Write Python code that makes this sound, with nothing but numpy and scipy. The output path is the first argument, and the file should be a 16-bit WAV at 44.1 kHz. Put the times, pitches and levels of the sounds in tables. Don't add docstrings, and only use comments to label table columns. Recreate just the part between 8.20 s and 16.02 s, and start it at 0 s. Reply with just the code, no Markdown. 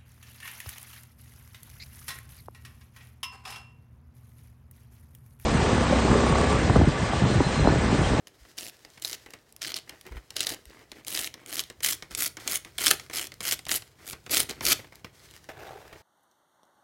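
import sys
import numpy as np
from scipy import signal
from scipy.fft import rfft, irfft
from scipy.io import wavfile
from scipy.ndimage import uniform_filter1d, map_coordinates

SR = 44100
rng = np.random.default_rng(int(sys.argv[2]) if len(sys.argv) > 2 else 0)


def store_pcm(level_fs):
    pcm = np.round(np.clip(level_fs, -1, 1) * 32767).astype(np.int16)
    wavfile.write(sys.argv[1], SR, np.atleast_2d(pcm).T)


N = 344862
TIME = np.arange(N) / SR

# start in seconds, end in seconds, force in dB, swell from the middle
# to the end in dB, treble in dB, body of the sheet in dB; all levels before the trims of each layer.
PULLS = [(0.369, 0.499, -42.5, -1.5, 4, 4), (0.815, 0.95, -39.5, -1, 4, -2.5),
         (1.411, 1.526, -36.5, -4.5, -5, 2), (1.553, 1.595, -38, -7, -9, 3), (2.15, 2.246, -37, 4, -8, 5.5),
         (2.258, 2.345, -38, -3, 4, 8), (2.862, 3.072, -34, 2, 5, 2.5), (3.265, 3.412, -36, 9.5, 2, 2),
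         (3.622, 3.748, -26.5, -1, 6, -3), (3.967, 4.079, -27, 1, 8.5, -3),
         (4.268, 4.373, -30, 5.5, 4.5, -2), (4.585, 4.743, -28.5, -0.5, 3, -1.5),
         (4.927, 5.073, -33, -6, 0.5, -1), (5.202, 5.34, -30, 9, 2.5, -4), (5.478, 5.577, -28, 6, 7.5, -2),
         (5.844, 5.931, -39.5, 5, 4.5, -7), (6.102, 6.234, -23.5, -3, 6, 3.5),
         (6.286, 6.329, -36.5, -10, -6, 0), (6.412, 6.53, -27, 14.5, 5, 3.5)]
# start in seconds, tick peak in dB and
# flap peak in dB, both before trim.
BUCKLE_EVENTS = [(0.071, -28, -54), (0.25, -46, -55), (0.6489, -28, -50.5), (0.776, -33, -51),
                 (1.0613, -33.5, -45), (1.1363, -25, -45.5), (1.694, -22.5, -49), (1.967, -52, -46),
                 (2.105, -22.5, -52.5), (2.717, -23.5, -47.5), (3.1406, -22, -48.5), (3.5, -24, -45.5),
                 (3.605, -26.5, -49), (3.8239, -21, -42.5), (3.909, -29, -45), (4.1697, -19.5, -41),
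                 (4.4485, -22, -49.5), (4.7967, -23, -46), (4.8983, -24.5, -42), (5.1189, -25.5, -50.5),
                 (5.2054, -19, -39.5), (5.391, -23.5, -50.5), (5.466, -22.5, -41), (5.622, -26, -51.5),
                 (5.9311, -22.5, -40.5), (6.063, -29, -44), (6.095, -25, -44), (6.4078, -20.5, -36),
                 (6.592, -48, -42), (6.643, -49, -48), (6.722, -52, -49), (6.8449, -30, -39),
                 (7.289, -35, -43.5), (7.727, -42, -44)]
# frequency in Hz, relative level in dB.
TEAR_COLOUR = [(150, -30), (500, -20.5), (950, -16), (1400, -2.5), (1900, -3), (2800, 0), (4400, -1),
               (7500, -2.5), (11500, -2.5), (16000, -10)]
# frequency in Hz, relative level in dB.
SHEET_COLOUR = [(150, -11), (370, 5), (490, -0.5), (680, 2), (1000, -16), (2000, -16)]

SLACK_S, CORNER_S = 2.7, 6
SLIDE_ATTACK_S, SLIDE_RELEASE_S = 0.011, 0.028
TOP_HZ = 16000


def undb(db):
    return 10 ** (np.asarray(db) / 20)


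def unit(x):
    return x / np.sqrt(np.mean(x ** 2) + 1e-18)


def add(out, s, sound):
    i = max(int(s * SR), 0)
    out[i:i + len(sound)] += sound[:len(out) - i]


def peaking(x, db, size):
    return x * undb(db) / np.sqrt(uniform_filter1d(x ** 2, size=size).max())


def colour(x, points, size=2048):
    hz, db = np.transpose(points)
    grid = np.maximum(np.fft.rfftfreq(size, 1 / SR), 1)
    cepstrum = irfft(np.log(undb(np.interp(np.log(grid), np.log(hz), db))))
    cepstrum[1:size // 2] *= 2
    cepstrum[size // 2 + 1:] = 0
    response = irfft(np.exp(rfft(cepstrum)))
    return signal.fftconvolve(x, response / np.linalg.norm(response))[:len(x)]


def tint(x, depth_db, count=22):
    hz = np.geomspace(700, TOP_HZ, count)
    levels_db = np.append(0, depth_db * rng.standard_normal(count - 1))
    return colour(x, np.column_stack([hz, levels_db]))


def walk(rate):
    knots = rng.standard_normal(N // 20)
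    return np.interp(TIME * rate, np.arange(len(knots)), knots)


def ring(t60, rise_s=.0001, size=4096):
    t = np.arange(size) / SR
    rise = np.minimum(t / rise_s, 1) ** 2
    decay = np.exp(-np.log(1000) * np.maximum(t - rise_s, 0) / t60)
    burst = rng.standard_normal(size) * decay * rise
    return burst / np.linalg.norm(burst)


def crackle(rate, spread_db, t60, tint_db, count=60, size=1024):
    spots = [tint(ring(t60, size=size), tint_db) for _ in range(count)]
    place = 5 * rng.random(N) + 14 * walk(14)
    sizes = undb(spread_db * np.clip(rng.standard_normal(N), -2, 2))
    out = np.zeros(N)
    for i in np.flatnonzero(rng.random(N) < rate / SR):
        add(out, TIME[i], sizes[i] * spots[int(place[i]) % count])
    return unit(out)


def crack(t60, rise_s, flutter_db, flutter_t60):
    return ring(t60, rise_s) + undb(flutter_db) * ring(flutter_t60, 2 * rise_s)


def taut(x, hz=4550, ring_db=-1):
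    return x + undb(ring_db) * signal.lfilter(*signal.iirpeak(hz, 3, fs=SR), x)


def freed_area():
    growth_db_per_s = 1.7
    return undb(growth_db_per_s * (TIME - TIME.mean()))


def room_air(level_db=-65.5):
    # frequency in Hz, relative level in dB.
    air_colour = [(20, -16), (110, -22), (390, -12), (1900, -28.5), (16000, -50)]
    return undb(level_db) * colour(rng.standard_normal(N), air_colour, size=8192)


def room(x, wet_db=-17, delay_s=0.0046, treble_db=-7):
    tail = ring(t60=.25, size=22050)
    tail = colour(tail, [(4000, 0), (14000, treble_db)])
    out = x.copy()
    add(out, delay_s, undb(wet_db) * signal.fftconvolve(x, tail)[:N])
    return out


def table_echo(x, lag_s=0.000974, echo_db=-10):
    late = lag_s * (1 + .06 * walk(4))
    echo = signal.sosfiltfilt(signal.butter(1, 4500, fs=SR, output="sos"), x)
    return x + undb(echo_db) * map_coordinates(echo, [(TIME - late) * SR], order=3)


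def table_handling(paper, nudge_db=0.0, rumble_db=-75, tug_db=-40, hz=54, swell_s=0.0096):
    # start in seconds, level in dB.
    nudges = [(0.208, -47), (1.909, -33.5), (1.954, -31.5), (2.286, -49), (2.462, -45), (3.916, -44),
              (6.464, -38)]
    # frequency in Hz, relative level in dB.
    handling_colour = [(25, -28), (52, 12.5), (130, 14.5), (400, -22)]
    out = np.zeros(N)
    t = TIME[:SR // 4]
    swell = t / swell_s * np.exp(1 - t / swell_s)
    for s, db in nudges:
        grit = colour(rng.standard_normal(len(t)), handling_colour)
        thud = np.sin(2 * np.pi * hz * t) + 0.14 * grit
        add(out, s, undb(db + nudge_db) * thud * swell)
    tug = np.sqrt(np.abs(uniform_filter1d(np.abs(paper), size=8000)))
    rumble = colour(rng.standard_normal(N), handling_colour, size=8192)
    return out + rumble * (undb(rumble_db) + undb(tug_db) * tug * freed_area())


def gliding():
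    # time in seconds, level in dB.
    glide_level = [(7.289, -39), (7.34, -52), (7.46, -41), (7.55, -49), (7.82, -58.5)]
    # frequency in Hz, relative level in dB.
    glide_colour = [(230, -20), (400, 2.5), (520, -4), (770, 0), (920, -7.5), (1800, -11.5), (3000, -17),
                    (9000, -31)]
    brush = colour(crackle(rate=800, spread_db=2.5, t60=0.024, tint_db=2.2), glide_colour)
    return brush * undb(np.interp(TIME, *np.transpose(glide_level), left=-np.inf))


def stroke(start, end):
    attack = np.clip((TIME - start) / SLIDE_ATTACK_S, 0, 1)
    return attack * np.exp(-np.clip((TIME - end) / SLIDE_RELEASE_S, 0, 20))


def movements():
    # start in seconds, end in seconds, rub in dB, hiss in dB; both before trim.
    slides = [(0.18, 0.26, -73, -54.5), (1.67, 1.73, -49, -55), (1.84, 1.97, -52, -57.5),
              (2.3, 2.37, -51.5, -61), (2.49, 2.65, -52.5, -54), (2.745, 2.8, -50, -52),
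              (3.16, 3.27, -50.5, -56), (3.9, 3.95, -50, -44.5), (4.19, 4.27, -45.5, -41),
              (4.79, 4.84, -49.5, -43.5), (4.9, 4.94, -44, -45), (5.78, 5.85, -51.5, -51.5),
              (6.285, 6.33, -37.5, -44.5), (6.74, 6.8, -53, -51), (6.92, 7.25, -65.5, -55)]
    drag_rub_db, drag_hiss_db = -17.5, -16
    settle_rub_db, settle_hiss_db = -4, -9
    drags = [(start, end, db + body_db + drag_rub_db, db + drag_hiss_db)
             for start, end, db, _, _, body_db in PULLS]
    settles = [(s, s + SLIDE_ATTACK_S, flap_db + settle_rub_db, flap_db + settle_hiss_db)
               for s, _, flap_db in BUCKLE_EVENTS]
    return list(slides) + drags + settles


def sliding(rub_db=-2.0, hiss_db=-7.0, ticks_db=-4, catch_db=3.0, waver_db=-2.5):
    # frequency in Hz, relative level in dB.
    rub_colour = [(150, -12), (370, 0.5), (520, -5), (1000, -15), (1900, -9), (3000, -19), (7000, -46.5)]
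    # frequency in Hz, relative level in dB.
    hiss_colour = [(600, -21), (1500, 2), (2800, -3), (5000, -1), (16000, -12.5)]
    held_rub_db, held_hiss_db = -77, -59
    rub_gain, hiss_gain = undb(held_rub_db), undb(held_hiss_db)
    for start, end, rub_level, hiss_level in movements():
        speed = stroke(start, end)
        rub_gain = np.maximum(rub_gain, speed * undb(rub_level))
        hiss_gain = np.maximum(hiss_gain, speed * undb(hiss_level))
    catch = undb(catch_db * walk(40) + waver_db * walk(6.4))
    rub = colour(crackle(rate=500, spread_db=4.0, t60=0.018, tint_db=2), rub_colour)
    edge_ticks = crackle(rate=110, spread_db=7, t60=.003, tint_db=2.5)
    hiss = colour(rng.standard_normal(N) + undb(ticks_db) * edge_ticks, hiss_colour)
    return catch * (rub * rub_gain * undb(rub_db) + hiss * hiss_gain * undb(hiss_db))


def stray_ticks(gain_db=-9.5):
    # start in seconds, peak in dB before trim.
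    releases = [(0.081, -36.5), (0.798, -39), (1.106, -31), (1.3247, -33), (1.364, -27.5), (1.8117, -30.5),
                (1.866, -32), (2.455, -31.5), (2.848, -30), (2.868, -24), (3.2617, -24.5), (3.438, -23),
                (4.5816, -13.5), (5.07, -23), (5.1407, -28.5), (5.453, -26.5), (6.756, -30), (7.111, -32)]
    out = np.zeros(N)
    for s, db in releases:
        tick = colour(tint(ring(t60=0.0069), 2), TEAR_COLOUR)
        add(out, s, peaking(tick, db + gain_db, size=44))
    return out


def buckles(tick_db=-11.5, body_db=0.0, dulling=0.23, usual_flap_db=-18):
    # frequency in Hz, relative level in dB.
    tick_colour = [(450, -18), (800, -18), (2100, 3), (5000, 2), (9500, -6), (16000, -21.5)]
    # frequency in Hz, relative level in dB.
    flap_colour = [(150, -6.5), (370, -7), (520, -3.5), (950, -12), (2100, -8), (8000, -30.5)]
    out = np.zeros(N)
    for s, db, flap_db in BUCKLE_EVENTS:
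        tick = ring(t60=0.017, rise_s=0.000071)
        tick = colour(tint(tick, 3), tick_colour)
        excess_flap_db = flap_db - db - usual_flap_db
        tick = colour(tick, [(2500, 0), (9000, -dulling * excess_flap_db)])
        flap = colour(ring(t60=0.045, rise_s=0.0015), flap_colour)
        add(out, s, peaking(tick, db + tick_db, size=44))
        add(out, s, peaking(flap, flap_db + body_db, size=880))
    return out


def snaps(gain_db=-1.0, bass_db=-5, top_db=-7.5, top_ratio=3.2, jolt_db=-23, jolt_hz=3000, flutter_db=-6):
    # start in seconds, peak in dB before trim, centre in Hz.
    bundles = [(0.3845, -26, 5200), (0.8475, -18, 4000), (0.93, -24, 2980), (1.5417, -20.5, 4600),
               (1.564, -25.5, 4800), (2.166, -19, 3780), (2.2054, -15, 4570), (2.269, -16, 4100),
               (2.2914, -25, 4000), (2.3018, -26.5, 4000), (2.881, -24, 6000), (2.9173, -32, 6000),
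               (2.9494, -19.5, 3940), (2.9738, -19.5, 4200), (2.9909, -21, 6000), (3.044, -22, 4000),
               (3.0734, -24.5, 3020), (3.393, -17, 6600), (3.6324, -20.5, 9200), (3.6459, -12.5, 8200),
               (3.6614, -16.5, 5500), (3.7243, -21, 6030), (3.9492, -20, 7500), (3.9979, -29, 7050),
               (4.0218, -19.5, 7000), (4.0617, -20.5, 6140), (4.276, -17, 2600), (4.356, -16.5, 8900),
               (4.5842, -21, 2160), (4.642, -23, 8000), (4.6615, -12, 10000), (4.6672, -8, 4870),
               (4.6803, -11.5, 5500), (4.7065, -14, 3720), (4.7105, -6, 2360), (4.9699, -24.5, 5000),
               (4.984, -23.5, 5000), (5.2731, -25, 6000), (5.3113, -16.5, 7000), (5.3229, -15, 4000),
               (5.4924, -21.5, 2500), (5.5147, -14.5, 3200), (6.1474, -28, 4500), (6.1693, -11.5, 3800),
               (6.202, -12.5, 9000), (6.4523, -15.5, 8600), (6.465, -14, 6000), (6.5094, -18, 4500),
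               (6.5218, -15.5, 5000), (6.5284, -14.5, 4600)]
    out = np.zeros(N)
    for s, db, hz in bundles:
        snap = tint(crack(t60=.006, rise_s=.0007, flutter_db=flutter_db, flutter_t60=.035), 2.5)
        snap = colour(snap, TEAR_COLOUR)
        snap = colour(snap, [(hz / 6, bass_db), (hz, 0), (hz * top_ratio, top_db)])
        snap = taut(snap) if s < SLACK_S else snap
        jolt = colour(ring(t60=.12), SHEET_COLOUR)
        add(out, s, peaking(snap, db + gain_db, size=44))
        add(out, s, peaking(jolt, db + jolt_db, size=440) * jolt_hz / hz)
    return out


def tearing(gain_db=0.0, rise_s=0.011, fall_s=0.0063, treble_db=-1.0, sheet_db=-31):
    fibres_per_s, usual_pull_db = 1400, -29.5
    pull_arch_db = 8
    fits = undb(4.3 * np.minimum(walk(90), 1))
    pull_db = np.interp(TIME, [(p[0] + p[1]) / 2 for p in PULLS], [p[2] for p in PULLS])
    rate = fibres_per_s * undb((pull_db - usual_pull_db) / 2)
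    breaks = crackle(rate=rate, spread_db=6.8, t60=.004, tint_db=2.5)
    fibres = fits * (breaks + undb(-15) * rng.standard_normal(N))
    coating = undb(-5) * crackle(rate=140, spread_db=2.5, t60=.0018, tint_db=2)
    fibres = colour(fibres + coating, TEAR_COLOUR)
    treble = signal.sosfiltfilt(signal.butter(2, 7000, "high", fs=SR, output="sos"), fibres)
    fibres = np.where((TIME < SLACK_S) | (TIME > CORNER_S), taut(fibres), fibres)
    sheet = unit(colour(rng.standard_normal(N) * fits, SHEET_COLOUR)) * freed_area()
    out = np.zeros(N)
    for start, end, db, swell_db, bright_db, body_db in PULLS:
        i, j = int(start * SR), int((end + fall_s) * SR)
        t = TIME[i:j]
        run = fibres[i:j] + (undb(bright_db + treble_db) - 1) * treble[i:j]
        run = run / np.sqrt(uniform_filter1d(run ** 2, size=1300) + 1e-12)
        along = np.interp(t, [start, end], [-1, 1])
        force = db + swell_db * along - pull_arch_db * (start > SLACK_S) * along ** 2
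        gate = np.clip((t - start) / rise_s, 0, 1) * np.clip((end + fall_s - t) / fall_s, 0, 1)
        body = sheet[i:j] * undb(force / 2 + sheet_db + body_db)
        add(out, start, gate * (run * undb(force + gain_db) + body))
    return out


def scene():
    page = tearing() + snaps() + buckles() + stray_ticks() + sliding()
    paper = room(table_echo(page) + gliding())
    return (paper + table_handling(paper) + room_air())[None]


def record(dry, low_cut_hz=36):
    thin = signal.sosfilt(signal.butter(3, low_cut_hz, "high", fs=SR, output="sos"), dry)
    rounded = np.tanh(thin)
    return signal.sosfilt(signal.ellip(10, .2, 80, TOP_HZ, fs=SR, output="sos"), rounded)


dry = scene()
out = record(dry)
store_pcm(out)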